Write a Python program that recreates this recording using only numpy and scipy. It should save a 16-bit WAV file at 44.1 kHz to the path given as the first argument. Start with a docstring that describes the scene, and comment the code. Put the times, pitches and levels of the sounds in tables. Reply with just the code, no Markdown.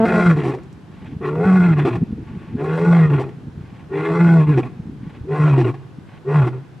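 """A lion in dry grass roars six times; light wind buffets the microphone throughout.
A clear, high note opens the first roar. Heavy vocal folds give a deep tone and an uneven rasp that
rings in a long throat; the bush returns a faint echo. Each roar ends in a loose, rattling growl as
the folds go slack. Between roars the mouth ticks and he draws air. The last five open with a moan."""
import sys
import numpy as np
from scipy import signal
from scipy.fft import rfft, irfft, next_fast_len
from scipy.io import wavfile
from scipy.ndimage import uniform_filter1d

SR = 44100
rng = np.random.default_rng(int(sys.argv[2]) if len(sys.argv) > 2 else 0)


def dump_mix(stems):
    """Bounce the given channels to the path in sys.argv[1] as a 16-bit WAV at rate SR."""
    frames = np.atleast_2d(stems).T  # one column per channel
    limited = np.clip(frames, -1, 1)  # hard clip at full scale
    pcm = np.round(limited * 32767).astype(np.int16)
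    wavfile.write(sys.argv[1], SR, pcm)


N = 299880

# Table levels are nominal: the functions add trims.
# open-country hush: (frequency [Hz], level [dB])
AIR_SPECTRUM = [(18, -48.5), (30, -23), (154, 0), (222, -11.5), (328, -11.5), (597, -22), (881, -21),
                (1370, -27.5), (1480, -25), (2250, -33), (3070, -34.5), (12200, -54.5), (15000, -72.5)]
# wind rumble: (frequency [Hz], level [dB])
WIND_SPECTRUM = [(20, -31), (45, -10.5), (80, 0.5), (150, 4), (240, 0.5), (350, -9.5), (470, -15.5),
                 (600, -50), (900, -58), (3000, -110)]
# gusts: (middle [s], half length [s], level [dB])
GUSTS = [(0.105, 0.33, -29), (1.853, 0.76, -28.5), (3.45, 0.75, -38), (5.064, 0.44, -36),
         (6.102, 0.082, -51)]
# eddies on the microphone: (time [s], peak [dB], centre [Hz])
BUFFETS = [(1.049, -28, 150), (1.163, -16, 135), (2.007, -18, 228), (2.104, -16, 192), (2.223, -24, 216),
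           (2.311, -21, 135), (2.505, -24, 200), (2.55, -13.5, 198), (3.574, -19, 148), (3.61, -22.5, 131),
           (4.797, -17, 148), (4.854, -22, 188), (4.893, -19.5, 212.5), (5.029, -19, 174),
           (5.211, -17.5, 119), (5.983, -21.5, 188)]
# opening note: (time [s], pitch [Hz], level [dB])
CLEAR_NOTE = [(0, 224.6, -11.5), (0.023, 220, -13), (0.049, 229.7, -10), (0.06, 219.3, -26),
              (0.13, 223, -18.5), (0.2, 208.2, -17), (0.26, 220, -37)]
# its harmonics: (multiple, level [dB])
CLEAR_HARMONICS = [(1, 2), (2, -2.5), (3, -4), (4, -12), (5, -19.5), (6, -20), (7, -24.5), (8, -36),
                   (9, -35)]
# roars: (start [s], crest [s], stop [s], attack [s], start pitch [Hz], crest pitch [Hz], stop pitch [Hz],
#   climb exponent, fall exponent, groan [dB], full tone [dB], first resonance [dB], start rasp [dB],
#   crest rasp [dB], hiss re rasp [dB], half harmonics [dB], tilt [dB/octave])
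ROARS = [ (0.048, 0.26, 0.365, 0.008, 180.6, 175.7, 143.6, 0.97, 1.48, -16, -9, -21, -21.5, -21.5, 2.5, -3, 0.5),
         (1.205, 1.459, 1.765, 0.03, 146.6, 188.6, 144.8, 2.8, 2.5, -21.5, -10.5, -24, -37.5, -23.5, -0.5, -5, -1),
         (2.559, 2.868, 3.098, 0.05, 135.1, 170.5, 143.5, 0.6, 2.4, -19, -9, -24, -38, -24.5, 1, -4.5, -1),
         (3.89, 4.19, 4.465, 0.064, 134.1, 169.3, 143.8, 0.52, 3.2, -19.5, -9.5, -25, -39.5, -24, 0, -8.5, -0.5),
         (5.269, 5.433, 5.58, 0.07, 148.6, 151.5, 129.3, 0.6, 1.71, -17.5, -10.5, -26, -37, -25.5, 1, -3.5, -2),
         (6.245, 6.341, 6.465, 0.05, 136.5, 151.2, 118, 1.15, 1.8, -20, -9.5, -27.5, -38.5, -24.5, -0.5, -4, -3.5)]
# turbulence re the harmonics: (frequency [Hz], level [dB])
TURBULENCE_SPECTRUM = [(90, -30), (250, -7), (700, -10), (1100, -6), (1600, -3), (2500, 0), (4000, 2)]
# upper throat resonances: (nominal centre [Hz], width [Hz], mouth narrow [dB], mouth wide [dB])
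THROAT = [(620.6, 99, -4.5, 3), (875, 93, -8.5, -4), (1103, 98, -0.5, -1), (1433.5, 96, -7.5, 2.5),
          (1696, 67, -12, -10), (1929, 115, -11.5, -9), (2111, 63, -11, -5.5), (2329, 76, -11.5, -15),
          (2539, 84, -10, -8.5), (2800, 150, -17.5, -21), (3260, 230, -26, -25), (3540, 110, -23.5, -24.5),
          (4000, 400, -35.5, -35)]
# air hiss in the voice: (frequency [Hz], level [dB])
HISS_SPECTRUM = [(1200, -43), (2800, -10), (3500, 6.5), (4600, 3), (5600, -1), (7300, -4.5), (10000, -11),
                 (13500, -23), (15000, -36.5)]
# echo decay: (frequency [Hz], T60 [s])
BUSH_T60 = [(130, 0.96), (400, 0.65), (1500, 0.71), (4000, 1.1), (12000, 0.095)]
# growl heaves: (middle [s], length [s], pitch [Hz], deep tone [dB], first resonance [dB], rasp [dB])
GROWLS = [ (0.396, 0.063, 150.6, -18.5, -21.5, -28), (0.482, 0.1, 131.6, -21, -21.5, -28.5),
          (0.569, 0.07, 124.3, -37.5, -33, -50), (1.274, 0.06, 147.5, -32.5, -40, -28),
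          (1.805, 0.084, 146.5, -13, -25, -28.5), (1.874, 0.0475, 129.1, -31.5, -22, -25),
          (1.94, 0.075, 119.5, -22, -26, -29), (3.135, 0.083, 143.2, -12.5, -22, -30),
          (3.198, 0.05, 128.7, -20.5, -21.5, -33), (3.26, 0.08, 134.2, -27.5, -31, -39.5),
          (4.507, 0.072, 151.4, -9.5, -21, -27), (4.572, 0.067, 132.4, -15, -24.5, -29.5),
          (4.647, 0.07, 122.4, -27.5, -31, -36), (5.597, 0.095, 134.8, -12.5, -23.5, -31),
          (5.678, 0.08, 116.2, -18.5, -26.5, -30), (6.466, 0.07, 124.2, -21, -26.5, -29),
          (6.548, 0.09, 130, -26.5, -33, -45)]
# rattling gasps: (start [s], length [s], level [dB], first resonance [Hz], relative spray [dB])
RATTLES = [(0.363, 0.036, -27, 347, -9.5), (0.43, 0.096, -24.5, 335.7, -8), (0.533, 0.03, -23, 379, -12),
           (1.778, 0.035, -32.5, 353, -0.5), (1.846, 0.06, -17, 361.7, -13),
           (1.95, 0.021, -24.5, 336, -8.5), (3.191, 0.046, -27, 369, -4.5),
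           (3.286, 0.016, -36.5, 382, -5.5), (4.57, 0.043, -14.5, 339, -16),
           (4.639, 0.04, -36.5, 363, -5.5), (5.574, 0.065, -17, 353, -13), (5.647, 0.07, -20.5, 360, -21),
           (5.736, 0.025, -31.5, 365, -8.5), (6.464, 0.033, -22, 322, -11.5)]
# rattle spray: (frequency [Hz], level [dB])
SPRAY_SPECTRUM = [(290, -20.5), (500, 6.5), (552, -19), (734, -0.5), (1130, 2), (1410, -45.5), (1720, -2.5),
                  (2570, -12.5), (4170, -24), (9650, -39), (15000, -62)]
# wet mouth ticks: (time [s], level [dB], centre [Hz])
TICKS = [(0.586, -34, 1510), (0.634, -51, 5600), (0.727, -50.5, 5570), (1.045, -38.5, 1860),
         (3.611, -44, 1680), (5.095, -36, 1180)]
# in-breaths: (start [s], length [s], level [dB], teeth resonance gain [dB])
BREATHS = [(0.879, 0.29, -49, -0.5), (2.149, 0.47, -49.5, -11), (3.559, 0.32, -51, -11),
           (4.991, 0.23, -49.5, -9), (6.059, 0.14, -48, -13)]
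# inrushing air: (frequency [Hz], level [dB])
BREATH_SPECTRUM = [(320, -31.5), (550, -1), (800, -2), (888, 8.5), (976, -11.5), (1120, 3.5), (1260, -13),
                   (1420, 0.5), (1560, -2.5), (2610, -5), (3610, -18.5), (5260, -28.5), (9000, -43.5),
                   (11700, -59), (19800, -120)]
# moans: (start [s], length [s], level [dB], start pitch [Hz], end pitch [Hz])
MOANS = [(1.2, 0.11, -24, 369.6, 422.6), (1.36, 0.15, -20.5, 401, 438.5), (2.56, 0.21, -27, 403.5, 431),
         (2.76, 0.16, -21, 396, 444), (3.89, 0.14, -20.5, 378.6, 409), (3.99, 0.18, -21, 421, 408),
         (4.14, 0.075, -21, 420, 429), (5.26, 0.1, -22, 362.5, 428), (6.245, 0.1, -19, 368, 423)]


def gain_of(db):
    """Decibels to amplitude."""
    return np.exp(np.asarray(db) * (np.log(10) / 20))


def unit_rms(x):
    """Scales to rms 1."""
    return x / np.sqrt(np.mean(x ** 2) + 1e-20)


def steadied(x, size=1300):
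    """Scales to a running rms of 1, keeping the quick grain."""
    return x / np.sqrt(abs(uniform_filter1d(uniform_filter1d(x ** 2, size), size)) + 1e-20)


def lookup(table, hz):
    """Interpolates a table over log frequency."""
    table_hz, value = np.transpose(table)
    return np.interp(np.log(hz + 1), np.log(table_hz + 1), value)


def coloured(x, spectrum):
    """Filters x by (frequency [Hz], level [dB]) points."""
    n = next_fast_len(x.shape[-1] + 2048)
    response = gain_of(lookup(spectrum, np.fft.rfftfreq(n, 1 / SR)))
    return irfft(rfft(x, n) * response, n)[..., :x.shape[-1]]


def wander(n, hz):
    """Smooth random drift of rms 1, up to about hz."""
    drift = np.interp(np.arange(n) * (2 * hz / SR), np.arange(4096), rng.standard_normal(4096))
    return unit_rms(uniform_filter1d(drift, max(int(SR / hz / 4), 1)))


def sine(hz):
    """Sine of rms 1 along a frequency curve."""
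    return np.sqrt(2) * np.sin(2 * np.pi * np.cumsum(hz) / SR)


def add(mix, start_s, sound):
    """Mixes a sound in at start_s."""
    part = mix[max(round(start_s * SR), 0):][:len(sound)]
    part += sound[:len(part)]


def resonate(x, hz, width_hz):
    """Steep unity-gain resonance that follows hz."""
    angle = (2 * np.pi * np.cumsum(hz * np.ones(len(x))) / SR).astype(np.float32)
    carrier = np.cos(angle) + 1j * np.sin(angle)
    r = np.exp(-np.pi * width_hz * np.pi / 2 / SR)
    return 2 * (carrier * signal.lfilter([(1 - r) ** 2], [1, -2 * r, r * r], x * carrier.conj())).real


def air(db=-42.5):
    """Quiet, even stereo hush of open country."""
    mid, left, right = coloured(rng.standard_normal((3, N)), AIR_SPECTRUM)
    return gain_of(db) * unit_rms(mid + np.array([left, right]))


def wind(lump_db=5, calm_db=-57, half_cycles=0.54):
    """Lumpy low rumble in gusts; single eddies thump the microphone."""
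    rumble = coloured(rng.standard_normal(N) * gain_of(lump_db * wander(N, 39)), WIND_SPECTRUM)
    t = np.arange(N) / SR
    gusts = sum(gain_of(db + 0.5) * np.exp(-((t - mid_s) / half_s) ** 2) for mid_s, half_s, db in GUSTS)
    out = unit_rms(rumble) * (gain_of(calm_db) + gusts)
    t = np.arange(-1024, 1024) / SR
    for time_s, db, hz in BUFFETS:
        thump = np.exp(-(t * hz / half_cycles) ** 2) * np.cos(2 * np.pi * (hz * t + rng.random()))
        add(out, time_s + t[0] + 0.00494, gain_of(db - 1) * thump)
    return out


def clear_note(air_db=-24):
    """Taut folds swing regularly: clean harmonics over a little turbulent air."""
    time_s, hz, level_db = np.transpose(CLEAR_NOTE)
    t = np.arange(0, time_s[-1], 1 / SR)
    cycles = np.cumsum(np.interp(t, time_s, hz) * (1 + 0.0029 * wander(len(t), 110))) / SR
    note = sum(gain_of(db) * np.cos(2 * np.pi * (k * cycles + rng.random())) for k, db in CLEAR_HARMONICS)
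    rush = coloured(rng.standard_normal(len(t)),
                    [(200, -7), (1400, 2.5), (2600, -6.5), (4300, -22), (5500, -31), (14000, -41.5)])
    envelope = gain_of(np.interp(t, time_s, level_db)) * signal.windows.tukey(len(t), 0.02)
    return 0, (unit_rms(note) + gain_of(air_db) * unit_rms(rush)) * envelope


def folds(cycles, half_db, noise_gain, sway_db=4.5, puff_cycles=0.19):
    """Swaying harmonics, half harmonics from strong-weak cycles, and one air puff per cycle."""
    n, partials = len(cycles), 0
    for k in np.arange(2, 14, 0.5):
        phase = 2 * np.pi * (k * cycles + rng.random()) + 0.4 * np.sqrt(k) * wander(n, 24.97)
        db = half_db * (k % 1 > 0) + sway_db * wander(n, 6.95)
        partials += gain_of(db) * np.cos(phase.astype(np.float32))
    puffs = unit_rms((3.3 + np.exp(-(cycles % 1) / puff_cycles)) * rng.standard_normal(n))
    harmonics_in_band = n / 2 / (cycles[-1] - cycles[0])
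    turbulence = np.sqrt(harmonics_in_band / 2) * coloured(puffs, TURBULENCE_SPECTRUM)
    return partials + noise_gain * turbulence, puffs


def slaps(cycles, spread_db=3):
    """The folds close harder in some cycles: a gravelly gain of rms 1."""
    elapsed = cycles - cycles[0]
    index = elapsed.astype(int)
    force = gain_of(spread_db * rng.standard_normal(index[-1] + 1))[index]
    return unit_rms(uniform_filter1d(force * (1.5 + np.exp(-3 * (elapsed % 1))), size=30))


def throat(drive, pitch_hz, tilt_db_oct, patchy_db=2):
    """Upper resonances; as pitch climbs, the mouth opens and the throat shortens."""
    n, ring = len(drive), 0
    opening = np.clip((pitch_hz - 150) / 19, 0, 1)
    tuning = 0.985 + 0.017 * opening + 0.0036 * wander(n, 18)
    for k, (hz, width_hz, narrow_db, wide_db) in enumerate(THROAT):
        db = narrow_db + opening * (wide_db - narrow_db) + tilt_db_oct * np.log2(hz / 1000)
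        db += patchy_db * wander(n, 18.03)
        # alternate signs keep the valleys dark
        ring += (-1) ** k * gain_of(db) * resonate(drive, hz * tuning, width_hz)
    return steadied(ring)


def voice(hz, gains, slack, hiss_db, half_db, tilt_db_oct, taut_first_hz=394.4, slack_first_hz=352):
    """Deep tone, first throat resonance and rasp; slack folds sound lower and noisier."""
    n = len(hz)
    cycles = np.cumsum(hz * (1 + 0.01351 * wander(n, 60.17))) / SR
    drive, puffs = folds(cycles, half_db, noise_gain=gain_of(7 * slack))
    gravel = slaps(cycles)
    tone = np.sqrt(2) * (np.sin(2 * np.pi * cycles) + gain_of(-24) * np.sin(4 * np.pi * cycles))
    tone *= 1 + 0.1 * wander(n, 70)
    first = resonate(drive, taut_first_hz + (slack_first_hz - taut_first_hz) * slack, 110)
    first = steadied(first + 0.043 * resonate(drive, 471, 23) + 0.22 * resonate(drive, 300, 70))
    ring = throat(drive * gravel, hz, tilt_db_oct - slack)
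    flutter_db = 1.5 * (1 + slack) * wander(n, 40.35)
    hiss = gain_of(hiss_db - 28 + 2 * slack + 0.25 * flutter_db) * unit_rms(coloured(puffs, HISS_SPECTRUM))
    rasp = (ring * gain_of(flutter_db) + hiss * np.sqrt(gravel)) * gain_of(-1.5 * slack)
    trims_db = [-0.7, -1, -1.5]
    return gain_of(trims_db) @ (gains * [tone, first, rasp])


def roar(start_s, crest_s, stop_s, attack_s, start_hz, crest_hz, stop_hz, climb_exp, fall_exp,
         groan_db, full_db, first_db, start_rasp_db, crest_rasp_db, *timbre,
         catch_s=0.0056, release_s=0.053, swell_db=8.5):
    """Effort builds until the full tone catches; pitch sags, the air stops, heaves of growl follow."""
    growls = [row for row in GROWLS if start_s < row[0] < stop_s + 0.3]
    t = np.arange(start_s, growls[-1][0] + growls[-1][1], 1 / SR)
    climb = np.clip((t - start_s) / (crest_s - start_s), 0, 1)
    effort = climb ** climb_exp
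    fall = np.clip((t - crest_s) / (stop_s - crest_s), 0, 1) ** fall_exp
    caught = 0.5 + 0.5 * np.tanh((t - crest_s) / catch_s / 2)
    airflow = np.clip((t - start_s) / attack_s, 0, 1) * np.clip((stop_s + 0.0065 - t) / release_s, 0, 1)
    waver = wander(len(t), 22)
    rising_db = groan_db - swell_db * (1 - climb) + 4 * waver
    tone_db = (1 - caught) * rising_db + caught * (full_db - 0.47 * waver)
    rasp_db = start_rasp_db + (crest_rasp_db - start_rasp_db) * effort
    gains = airflow * gain_of([tone_db, first_db - fall, rasp_db - 6 * fall])
    hz = start_hz + (crest_hz - start_hz) * effort + (stop_hz - crest_hz) * fall
    for mid_s, length_s, growl_hz, *levels_db in growls:
        squareness = np.where(t < mid_s, 4.18, 2.43)  # 2 = bell curve
        heave = np.exp(-abs(2 * (t - mid_s) / length_s) ** squareness)
        gains = np.hypot(gains, np.outer(gain_of(levels_db), heave))
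        hz += (growl_hz - hz) * np.sqrt(heave)
    slack = np.clip((t - stop_s) / 0.077 + 0.5, 0, 1)
    return start_s, voice(hz, gains, slack, *timbre)


def scatter(x, decay_s, spectrum):
    """Dense early reflections from nearby surfaces."""
    impulse = rng.standard_normal(900) * np.exp(-np.arange(900) / SR / decay_s)
    return coloured(signal.fftconvolve(x, impulse / np.linalg.norm(impulse))[:N], spectrum)


def bush(x, echo_db=-24, grass_db=-17, ground_db=-4, build_s=0.078):
    """Grass and ground scatter the treble at once; far shrubs return a soft tail."""
    hz, t, noise = signal.stft(rng.standard_normal((3, SR)), SR, nperseg=256)
    envelope = gain_of(-60 * t / lookup(BUSH_T60, hz)[:, None]) * np.minimum(t / build_s, 1)
    tails = signal.istft(noise * envelope, SR, nperseg=256)[1]
    tails = tails[0] + 0.5 * tails[1:]
    echo = signal.fftconvolve(x[None], tails / np.linalg.norm(tails[0]), axes=1)[:, :N]
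    grass = scatter(x, 0.008, [(160, -27.5), (330, -0.5), (600, -21), (1300, -4), (2400, -7),
                               (4000, -4), (12000, 12.5)])
    ground = scatter(x, 0.009, [(300, -39), (2000, -19.5), (4500, 1.5), (12000, 3.5)])
    port_shift = 0.018 * signal.hilbert(x).imag  # phase between the two microphone ports
    side = gain_of(grass_db) * grass + port_shift
    return gain_of(echo_db) * echo + gain_of(ground_db) * ground + np.array([side, -side])


def rattle(start_s, length_s, db, first_hz, spray_db, flap_hz=125, second_hz=660, rise_hz=220):
    """Slack folds flap in a last push of air while the second resonance rises."""
    n = round(length_s * SR)
    u = np.linspace(0, 1, n)
    cycles = np.cumsum(flap_hz * (1 + 0.055 * wander(n, 72))) / SR
    body = sine(first_hz * (1 + 0.075 * wander(n, 89)))
    upturn = sine((second_hz + rise_hz * u) * (1 + 0.03 * wander(n, 120)))
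    noise = unit_rms(coloured(rng.standard_normal(n), SPRAY_SPECTRUM))
    spray = gain_of(spray_db + 2) * unit_rms(noise + gain_of(2) * upturn)
    push = np.minimum(u * length_s / 0.006, 1) * np.cos(np.pi / 2 * u ** 2)
    flaps = 1 + 0.29 * np.cos(2 * np.pi * cycles)
    return start_s, gain_of(db) * (0.97 * body + spray) * flaps * push


def tick(start_s, db, hz, attack_s=0.0011, decay_s=0.002):
    """Short, broadband smack of the wet mouth."""
    t = np.arange(2048) / SR
    smack = unit_rms(resonate(rng.standard_normal(len(t)), hz, 0.51 * hz))
    return start_s, gain_of(db) * smack * np.exp(-t / decay_s) * np.minimum(t / attack_s, 1)


def breath(start_s, length_s, db, teeth_db, throat_hz=1110, teeth_hz=3500, swell_db=5):
    """Air rushes in past the teeth and open throat, swelling toward the next roar."""
    n = round(length_s * SR)
    rush = coloured(rng.standard_normal(n), BREATH_SPECTRUM)
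    rush += gain_of(-3) * resonate(rush, throat_hz, 110) + gain_of(teeth_db) * resonate(rush, teeth_hz, 900)
    level_db = np.linspace(db - swell_db, db, n) + 2.6 * wander(n, 55)
    return start_s, unit_rms(rush) * gain_of(level_db) * signal.windows.tukey(n, 0.5)


def moan(start_s, length_s, db, start_hz, end_hz):
    """The voice locks to the first resonance: a nearly pure, gliding note."""
    u = np.linspace(0, 1, round(length_s * SR))
    glide_hz = start_hz + (end_hz - start_hz) * np.sin(np.pi / 2 * u)
    note = sine(glide_hz * (1 + 0.016 * wander(len(u), 90)))
    return start_s, gain_of(db - 1) * note * np.sin(np.pi * u) ** 1.5


def scene():
    """Lion straight ahead, bush around him, wind and hush."""
    lion = np.zeros(N)
    add(lion, *clear_note())
    for source, table in (roar, ROARS), (moan, MOANS), (rattle, RATTLES), (tick, TICKS), (breath, BREATHS):
        for row in table:
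            add(lion, *source(*row))
    return lion + bush(lion) + wind() + air()


def record(dry):
    """Low-pass at 14.7 kHz."""
    lowpass = signal.firwin(511, 14700, window=("kaiser", 9), fs=SR)
    return signal.oaconvolve(dry, lowpass[None], "same")


dry = scene()
out = record(dry)
dump_mix(out)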